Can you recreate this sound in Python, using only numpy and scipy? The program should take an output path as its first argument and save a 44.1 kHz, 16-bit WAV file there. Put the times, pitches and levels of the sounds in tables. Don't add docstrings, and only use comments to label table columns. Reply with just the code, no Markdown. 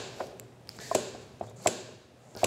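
import sys
import numpy as np
from scipy import signal
from scipy.fft import rfft, irfft
from scipy.io import wavfile
from scipy.ndimage import uniform_filter1d

SR = 44100
rng = np.random.default_rng(int(sys.argv[2]) if len(sys.argv) > 2 else 0)


def makeup_ratio(level_db):
    decades = np.asarray(level_db, float) / 20
    return 10 ** decades


def pcm_store(signal):
    levels = np.round(np.clip(np.atleast_2d(signal), -1, 1) * 32767)
    wavfile.write(sys.argv[1], SR, levels.astype(np.int16).T)


N = 108574
LEAD = int(0.1 * SR)
M = N + LEAD


def level(x, db):
    return x * makeup_ratio(db) / np.sqrt(np.mean(x ** 2))


def band(x, hz, width_hz):
    return signal.lfilter(*signal.iirpeak(min(hz, 0.45 * SR), max(hz / width_hz, 0.3), fs=SR), x)


def steep_band(x, hz, width_hz):
    return band(band(x, hz, width_hz), hz, width_hz)


def coloured(points, size):
    curve = np.array(points)
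    f = np.fft.rfftfreq(size, 1 / SR) + 1
    gain_db = np.interp(np.log(f), np.log(curve[:, 0]), curve[:, 1], left=-90)
    return irfft(rfft(rng.standard_normal(size)) * makeup_ratio(gain_db), size)


def ring(hz, t60):
    t = np.arange(SR // 4) / SR
    return np.sin(2 * np.pi * hz * t) * np.exp(-np.log(1000) * t / t60)


def add(out, s, x):
    i = int(s * SR) + LEAD
    out[i:i + len(x)] += x[:len(out) - i]


def scene_time():
    return (np.arange(M) - LEAD) / SR


def gate(start, attack, end, release):
    t = scene_time()
    rise = np.clip((t - start) / max(attack, 1e-3), 0, 1)
    return rise * np.exp(-np.clip(t - end, 0, 1) / max(release, 1e-3))


def walk(rate):
    k = int(SR / rate)
    return level(uniform_filter1d(uniform_filter1d(rng.standard_normal(M), k), k), 0)


# f/Hz, density/dB
FAN_SPECTRUM = [(15, -67), (25, -53), (124, 9), (192, 2), (232, 1.5), (651, 1.5), (1120, -9.5),
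                (8140, -23.5), (16500, -37.5)]
FAN_DB = -53
# f/Hz, width/Hz, level/dB
RUMBLES = [(73, 19, -69.5), (110, 72, -61), (228, 27.6, -64.5)]
MAINS_HZ, MAINS_DB, WOBBLE_HZ = 119, -58.5, 4.36
# t/s, hum level/dB, fan level/dB
COOLER_LOAD = [
    (0, 4, 8.6),
    (.55, 1.5, -0.5),
    (.8, 2, 3),
    (1.3, 3.6, 1.9),
    (1.8, 0, -1),
    (2.1, -1.5, -3),
    (2.46, -6, 3),
]


def cooler():
    load_s, hum_db, fan_db = np.array(COOLER_LOAD).T
    t = scene_time()
    fan = level(coloured(FAN_SPECTRUM, M) * makeup_ratio(0.45 * walk(26)), FAN_DB - 3.5)
    flutter = makeup_ratio(3 * walk(20))
    mains_phase = 2 * np.pi * np.cumsum(MAINS_HZ + WOBBLE_HZ * walk(14.5)) / SR
    mains = level(flutter * np.sin(mains_phase), MAINS_DB)
    hum = mains + sum(level(band(rng.standard_normal(M), f, w), db) for f, w, db in RUMBLES)
    return fan * makeup_ratio(np.interp(t, load_s, fan_db)) + hum * makeup_ratio(np.interp(t, load_s, hum_db))


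# f/Hz, width/Hz, t60/s, level/dB
TILE_BANDS = [(125, 150, 0.14, -21.5), (226, 133, 0.82, -24), (396.4, 146, 0.96, -19.5),
              (609, 400, 0.75, -21.5), (1070, 180, 1, -32), (1587, 420, 1.0, -29.5), (2590, 990, 1.0, -28),
              (4000, 2500, 0.89, -22.5), (6600, 1300, 0.71, -25.5), (7500, 940, 0.55, -23),
              (9000, 830, 0.35, -33), (10500, 2000, 0.39, -33.5), (13900, 3400, 0.46, -43)]
TILE_GAP_S = 0.0051


def tiles(x):
    t = np.arange(int(1.5 * SR)) / SR
    tail = np.zeros(len(t))
    for f, w, t60, db in TILE_BANDS:
        diffuse = level(steep_band(rng.standard_normal(len(t)), f, w), db - 25.5)
        tail += diffuse * np.exp(-np.log(1000) * t / t60)
    return signal.fftconvolve(x, tail * np.clip(t / TILE_GAP_S, 0, 1) ** 2)[:M]


# t/s, level/dB, f/Hz, t60/s
SLAB_THUMPS = [(0.208, -52, 125, 0.055), (0.789, -38.5, 179, 0.064), (1.141, -43, 110, 0.094),
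               (1.424, -40, 109.2, 0.47), (1.407, -39, 202, 0.12), (1.579, -45, 171, 0.16),
               (1.611, -42.5, 188, 0.18), (1.147, -39, 200, .05), (1.415, -35, 328, 0.04),
               (1.913, -48, 104.6, 0.25), (2.367, -40, 110, 0.23)]
THUMP_RISE_S = 0.0024


def slab():
    out, t = np.zeros(M), np.arange(SR // 4) / SR
    for s, db, hz, t60 in SLAB_THUMPS:
        add(out, s, makeup_ratio(db) * ring(hz, t60) * (1 - np.exp(-t / THUMP_RISE_S)))
    return out


# t/s, level/dB, f/Hz,
# width/Hz, broad click level/dB
FIBRE_TICKS = [(0.203, -41.5, 1545, 120, -30), (0.269, -41, 5850, 400, 11), (0.3975, -30, 7500, 706, 5.5),
               (.3977, -29, 2800, 3000, 7), (.3976, -37, 12300, 1500, -12), (0.4007, -48, 7340, 400, 1),
               (0.6738, -37, 3500, 4030, -7), (.6833, -52, 8000, 3000, 3), (.6915, -32, 1500, 1510, 3),
               (.6915, -48, 11100, 1200, 12), (.741, -51, 5000, 900, -10), (.764, -45, 7550, 900, -15),
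               (.7745, -55, 12000, 3000, 1), (0.789, -33.5, 1470, 600, -23), (.802, -33.5, 4040, 2000, -16),
               (0.814, -42, 6500, 1000, -12), (1.6874, -26, 7550, 600, -27), (1.679, -42, 10500, 2000, -5),
               (0.6914, -24, 4940, 604, -2), (.702, -54, 3080, 900, -12), (.7185, -43, 4600, 1000, -12),
               (0.7485, -42, 2600, 1500, -10), (.756, -52, 12000, 5000, 5), (.768, -39, 7500, 2000, 6),
               (0.7885, -35, 4900, 1200, -22), (.812, -44, 12500, 3000, -11), (1.2653, -53, 5270, 1250, 13),
               (2.3643, -35, 7500, 2500, 3), (1.498, -43, 7350, 1500, 7), (1.626, -43, 10500, 1480, -5),
               (1.384, -58, 6200, 507, -25), (1.648, -42, 6000, 3000, -8), (1.644, -35, 12500, 1200, 17),
               (1.6584, -34, 7000, 1010, -20), (2.351, -34, 5100, 1500, -4), (2.3711, -35, 5300, 1500, -12),
               (2.3732, -31, 5000, 1300, -5), (2.392, -44, 6000, 1500, -4)]
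CRACK_S, CRACK_HZ = 0.0004, 6000


def fibres():
    out, t = np.zeros(M), np.arange(512) / SR
    noises = rng.standard_normal((len(FIBRE_TICKS), 512))
    for (s, db, hz, width, click_db), noise in zip(FIBRE_TICKS, noises):
        tone = np.sin(2 * np.pi * hz * t) * np.exp(-np.pi * width * t) * np.clip(t * width * 2, 0, 1)
        crack = band(noise * np.exp(-t / CRACK_S), CRACK_HZ, 2 * CRACK_HZ)
        x = tone + makeup_ratio(click_db - 17) * crack
        add(out, s, x * makeup_ratio(db) / np.abs(x).max())
    return out


# f/Hz, density/dB
HISS_SPECTRUM = [(1290, -54), (2200, -0.5), (2890, -7), (4720, -1), (7640, -6.5), (8870, -15),
                 (12200, -15.5), (16000, -24)]
# start t/s, end t/s
STROKE_TIMES = [(.10, .24), (.695, .79), (.79, .948), (1.395, 1.402), (1.464, 1.472), (1.425, 1.515),
                (1.557, 1.62), (1.585, 1.635), (1.41, 1.435), (1.19, 1.24), (1.61, 1.67), (2.16, 2.35),
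                (2.36, 2.44)]
# attack/s, level/dB, rub level/dB, edge song level/dB, release/s
STROKE_SHAPES = [(0.1, -54.5, 9, -26, 0.051), (0.0027, -58.5, 2, -8, 0.0037),
                 (0.025, -48.5, -2.5, -4, 0.013), (0.003, -65, -5, 4, 0.0018), (0.0019, -69, -9, 1, .002),
                 (0.014, -70.5, 16, 3, 0.0022), (0.0081, -67.5, 15.5, 7.5, 0.017),
                 (0.011, -71.5, 22, -4, 0.012), (.003, -70.5, 24, -6, 0.0101), (0.024, -68, 10, 2, .015),
                 (0.074, -47.5, 5.5, -2.5, 0.0062), (0.25, -71, 16, 8.5, 0.01),
                 (0.034, -48, -0.5, -27, 0.0066)]
# start t/s, end t/s, from f/Hz, to f/Hz, level/dB
SLIT_WHISTLES = [
    (0.794, 0.95, 1532, 1820, -51),
    (1.474, 1.496, 3420, 3720, -63),
    (2.351, 2.414, 1350, 1560, -56.5),
]
GRIT_PER_S, GRIT_DB = 1000, 2
SING_HZ, SING_WIDTH_HZ = 7080, 2100
SLIT_HZ, SLIT_WIDTH_HZ, SLIT_DB = 4480, 970, -7.5
RUB_HZ, RUB_WIDTH_HZ = 520, 550
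GLIDE_S, SAG_HZ_PER_S, WHISTLE_WIDTH_HZ = 0.01075, 650, 480


def friction_grain():
    count = int(GRIT_PER_S * M / SR)
    grit = np.zeros(M)
    grit[rng.integers(0, M, count)] = makeup_ratio(GRIT_DB * rng.exponential(size=count))
    return 0.6 + level(signal.lfilter([1], [1, -0.97], grit), -18)


def whistles():
    out, t = np.zeros(M), scene_time()
    for a, e, f0_hz, f1_hz, db in SLIT_WHISTLES:
        glide = np.exp(-np.clip(t - a, 0, 1) / GLIDE_S)
        hz = f1_hz + (f0_hz - f1_hz) * glide - SAG_HZ_PER_S * (t - a)
        phase = 2 * np.pi * np.cumsum(hz) / SR
        air = walk(WHISTLE_WIDTH_HZ) * np.cos(phase) + walk(WHISTLE_WIDTH_HZ) * np.sin(phase)
        out += makeup_ratio(db) * gate(a, 0.0016, e, 0.015) * air
    return out


def cutting():
    grain = friction_grain()

    def grainy_band(hz, width_hz):
        return level(steep_band(rng.standard_normal(M) * grain, hz, width_hz), 0)

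    hiss = level(coloured(HISS_SPECTRUM, M) * grain, 0)
    hiss = hiss + makeup_ratio(SLIT_DB) * grainy_band(SLIT_HZ, SLIT_WIDTH_HZ)
    sing = grainy_band(SING_HZ, SING_WIDTH_HZ)
    rub = level(steep_band(rng.standard_normal(M), RUB_HZ, RUB_WIDTH_HZ) * makeup_ratio(5.2 * walk(65)), 0)
    out = np.zeros(M)
    for (start, end), (attack, db, rub_db, sing_db, release) in zip(STROKE_TIMES, STROKE_SHAPES):
        stroke = hiss + makeup_ratio(rub_db) * rub + makeup_ratio(sing_db) * sing
        out += gate(start, attack, end, release) * makeup_ratio(db) * stroke
    return out + whistles()


# t/s, level/dB, f/Hz, upper mode level/dB, t60/s
BOARD_KNOCKS = [(0.2039, -26.5, 652, 2, 0.022), (.226, -41, 367, -22, 0.025),
                (0.7874, -35.5, 540, -18, 0.0057), (.797, -38, 400, -14, 0.017),
                (0.9127, -16, 670, -5, 0.033), (1.1475, -36.5, 727, -16, 0.0376),
                (0.9497, -12, 620, -12, 0.018), (0.9565, -20, 442, -8, 0.035), (.985, -28, 600, -15, 0.025),
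                (1.145, -38, 310, -5, 0.047), (1.4101, -36, 480, -16, .008), (1.4105, -22, 675, -26, 0.021),
                (1.427, -34, 455, 5, 0.0097), (1.447, -45, 770, -17, .02), (1.4712, -39, 640, -24, 0.016),
                (1.485, -44, 543, -17, 0.023), (1.660, -10, 671, -10, 0.017), (1.6726, -18, 568, -21, 0.01),
                (1.679, -23, 550, -5, 0.0079), (1.687, -31, 450, -12, 0.0235), (1.889, -40, 500, -9, 0.015),
                (2.352, -31.5, 396, -8, 0.012), (2.365, -33, 378, -9, 0.011), (2.37, -35, 400, 2, 0.011),
                (2.38, -50, 450, 1, 0.022), (2.417, -35, 620, -3, .03), (2.4322, -11, 668, -18.5, 0.02),
                (2.4429, -14.5, 500, -23, 0.013), (2.449, -24, 620, 2, 0.0074)]
UPPER_RATIO, LOW_RATIO, LOW_DB, LOW_RING = 1.551, 0.617, -14.5, 3.1
THUD_HZ, THUD_DB, THUD_T60_S = 108.2, -21, 0.07
RISE_S = 0.00078
EDGE_HZ, EDGE_WIDTH_HZ, EDGE_DB, EDGE_T60_S = 2200, 1700, -16, 0.03
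EDGE_SLOPE = 0.38
CHOKE = 1.55


def board():
    out, t = np.zeros(M), np.arange(SR // 4) / SR
    for s, db, hz, upper_db, t60 in BOARD_KNOCKS:
        modes = np.sin(2 * np.pi * hz * t) + makeup_ratio(upper_db) * np.sin(2 * np.pi * hz * UPPER_RATIO * t)
        x = modes * np.exp(-(4.1 * t / t60) ** CHOKE)
        x += makeup_ratio(LOW_DB) * ring(hz * LOW_RATIO, t60 * LOW_RING)
        x += makeup_ratio(THUD_DB) * ring(THUD_HZ, THUD_T60_S)
        edge = steep_band(rng.standard_normal(len(t)), EDGE_HZ, EDGE_WIDTH_HZ)
        x += makeup_ratio(EDGE_DB + EDGE_SLOPE * (db + 20.5)) * edge * np.exp(-7 * t / EDGE_T60_S)
        x *= 1 - np.exp(-(t / RISE_S) ** 1.74)
        add(out, s, x * makeup_ratio(db) / np.abs(x).max())
    return out


# t/s, level/dB, scrape length/s, table ring level/dB, send to the tiles level/dB
BLADE_SNAPS = [
    (0.9482, -17.5, 0.008, -27.5, -17.5),
    (1.6713, -12.5, 0.0073, -39, -18),
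    (2.4425, -12.5, 0.0041, -57, -18),
]
# tip ring f/Hz, tip ring level/dB, heel modes level/dB
BLADE_TIPS = [(7350, -23, -5), (7620, -19, -1), (7760, -20, -4)]
# f/Hz, width/Hz, level/dB
BLADE_MODES = [(2500, 1000, -0.5), (4200, 760, -5), (5400, 1700, -4.5), (6200, 670, -4), (7040, 990, -0.5),
               (7750, 840, -1), (9670, 740, -13.5), (10680, 730, -12.5), (12500, 2800, -16)]
TIP_T60_S, HEEL_HZ = 0.021, 3000
TABLE_HZ, TABLE_T60_S = 379, 0.19
EARLIER_S, EARLIER_DB, EARLIER_HZ, EARLIER_WIDTH_HZ = -0.06, 7.5, 2500, 5000


def blade():
    out, taps, t = np.zeros(M), np.zeros(M), np.arange(2048) / SR
    for (s, db, length, table_db, send_db), (tip_hz, tip_db, heel_db) in zip(BLADE_SNAPS, BLADE_TIPS):
        drive = 1.4 * rng.standard_normal(2048) * np.exp(-(t / length) ** 2)
        drive[0] += 1.6
        x = np.zeros(2048)
        for k, (f, w, g) in enumerate(BLADE_MODES):
            gain = makeup_ratio(g + heel_db * (f < HEEL_HZ)) / np.sqrt(w)
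            x += (-1) ** k * gain * band(drive, f, w)
        add(out, s, x * makeup_ratio(db) / np.abs(x).max())
        add(out, s, makeup_ratio(tip_db) * ring(tip_hz, TIP_T60_S))
        add(out, s + 0.0049, makeup_ratio(table_db) * ring(TABLE_HZ, TABLE_T60_S))
        add(taps, s, makeup_ratio(send_db + 24.0) * np.ones(1))
    impulse = (t == 0).astype(float)
    earlier = band(impulse, EARLIER_HZ, EARLIER_WIDTH_HZ) + 0.5 * band(impulse, 590, 880)
    add(taps, EARLIER_S, makeup_ratio(EARLIER_DB) * earlier)
    return out, taps


KNOCK_SEND_DB, CUT_SEND_DB, TICK_SEND_DB = -21.5, -10.5, -14


def scene():
    knocks = board() + slab()
    snaps, taps = blade()
    ticks = fibres()
    cuts = cutting()
    sent = taps + makeup_ratio(KNOCK_SEND_DB) * knocks + makeup_ratio(TICK_SEND_DB) * ticks + makeup_ratio(CUT_SEND_DB) * cuts
    return (knocks + snaps + ticks + cuts + tiles(sent) + cooler())[None, LEAD:]


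def top_cut(x):
    return signal.sosfilt(signal.butter(12, 16680, fs=SR, output="sos"), x)


def record(dry):
    x = signal.sosfilt(signal.butter(2, 62, "high", fs=SR, output="sos"), dry)
    x = signal.sosfilt(signal.ellip(6, 0.5, 19, 15750, fs=SR, output="sos"), x)
    x = signal.sosfilt(signal.ellip(12, 0.5, 80, 16620, fs=SR, output="sos"), x)
    return top_cut(x)


dry = scene()
out = record(dry)
pcm_store(out)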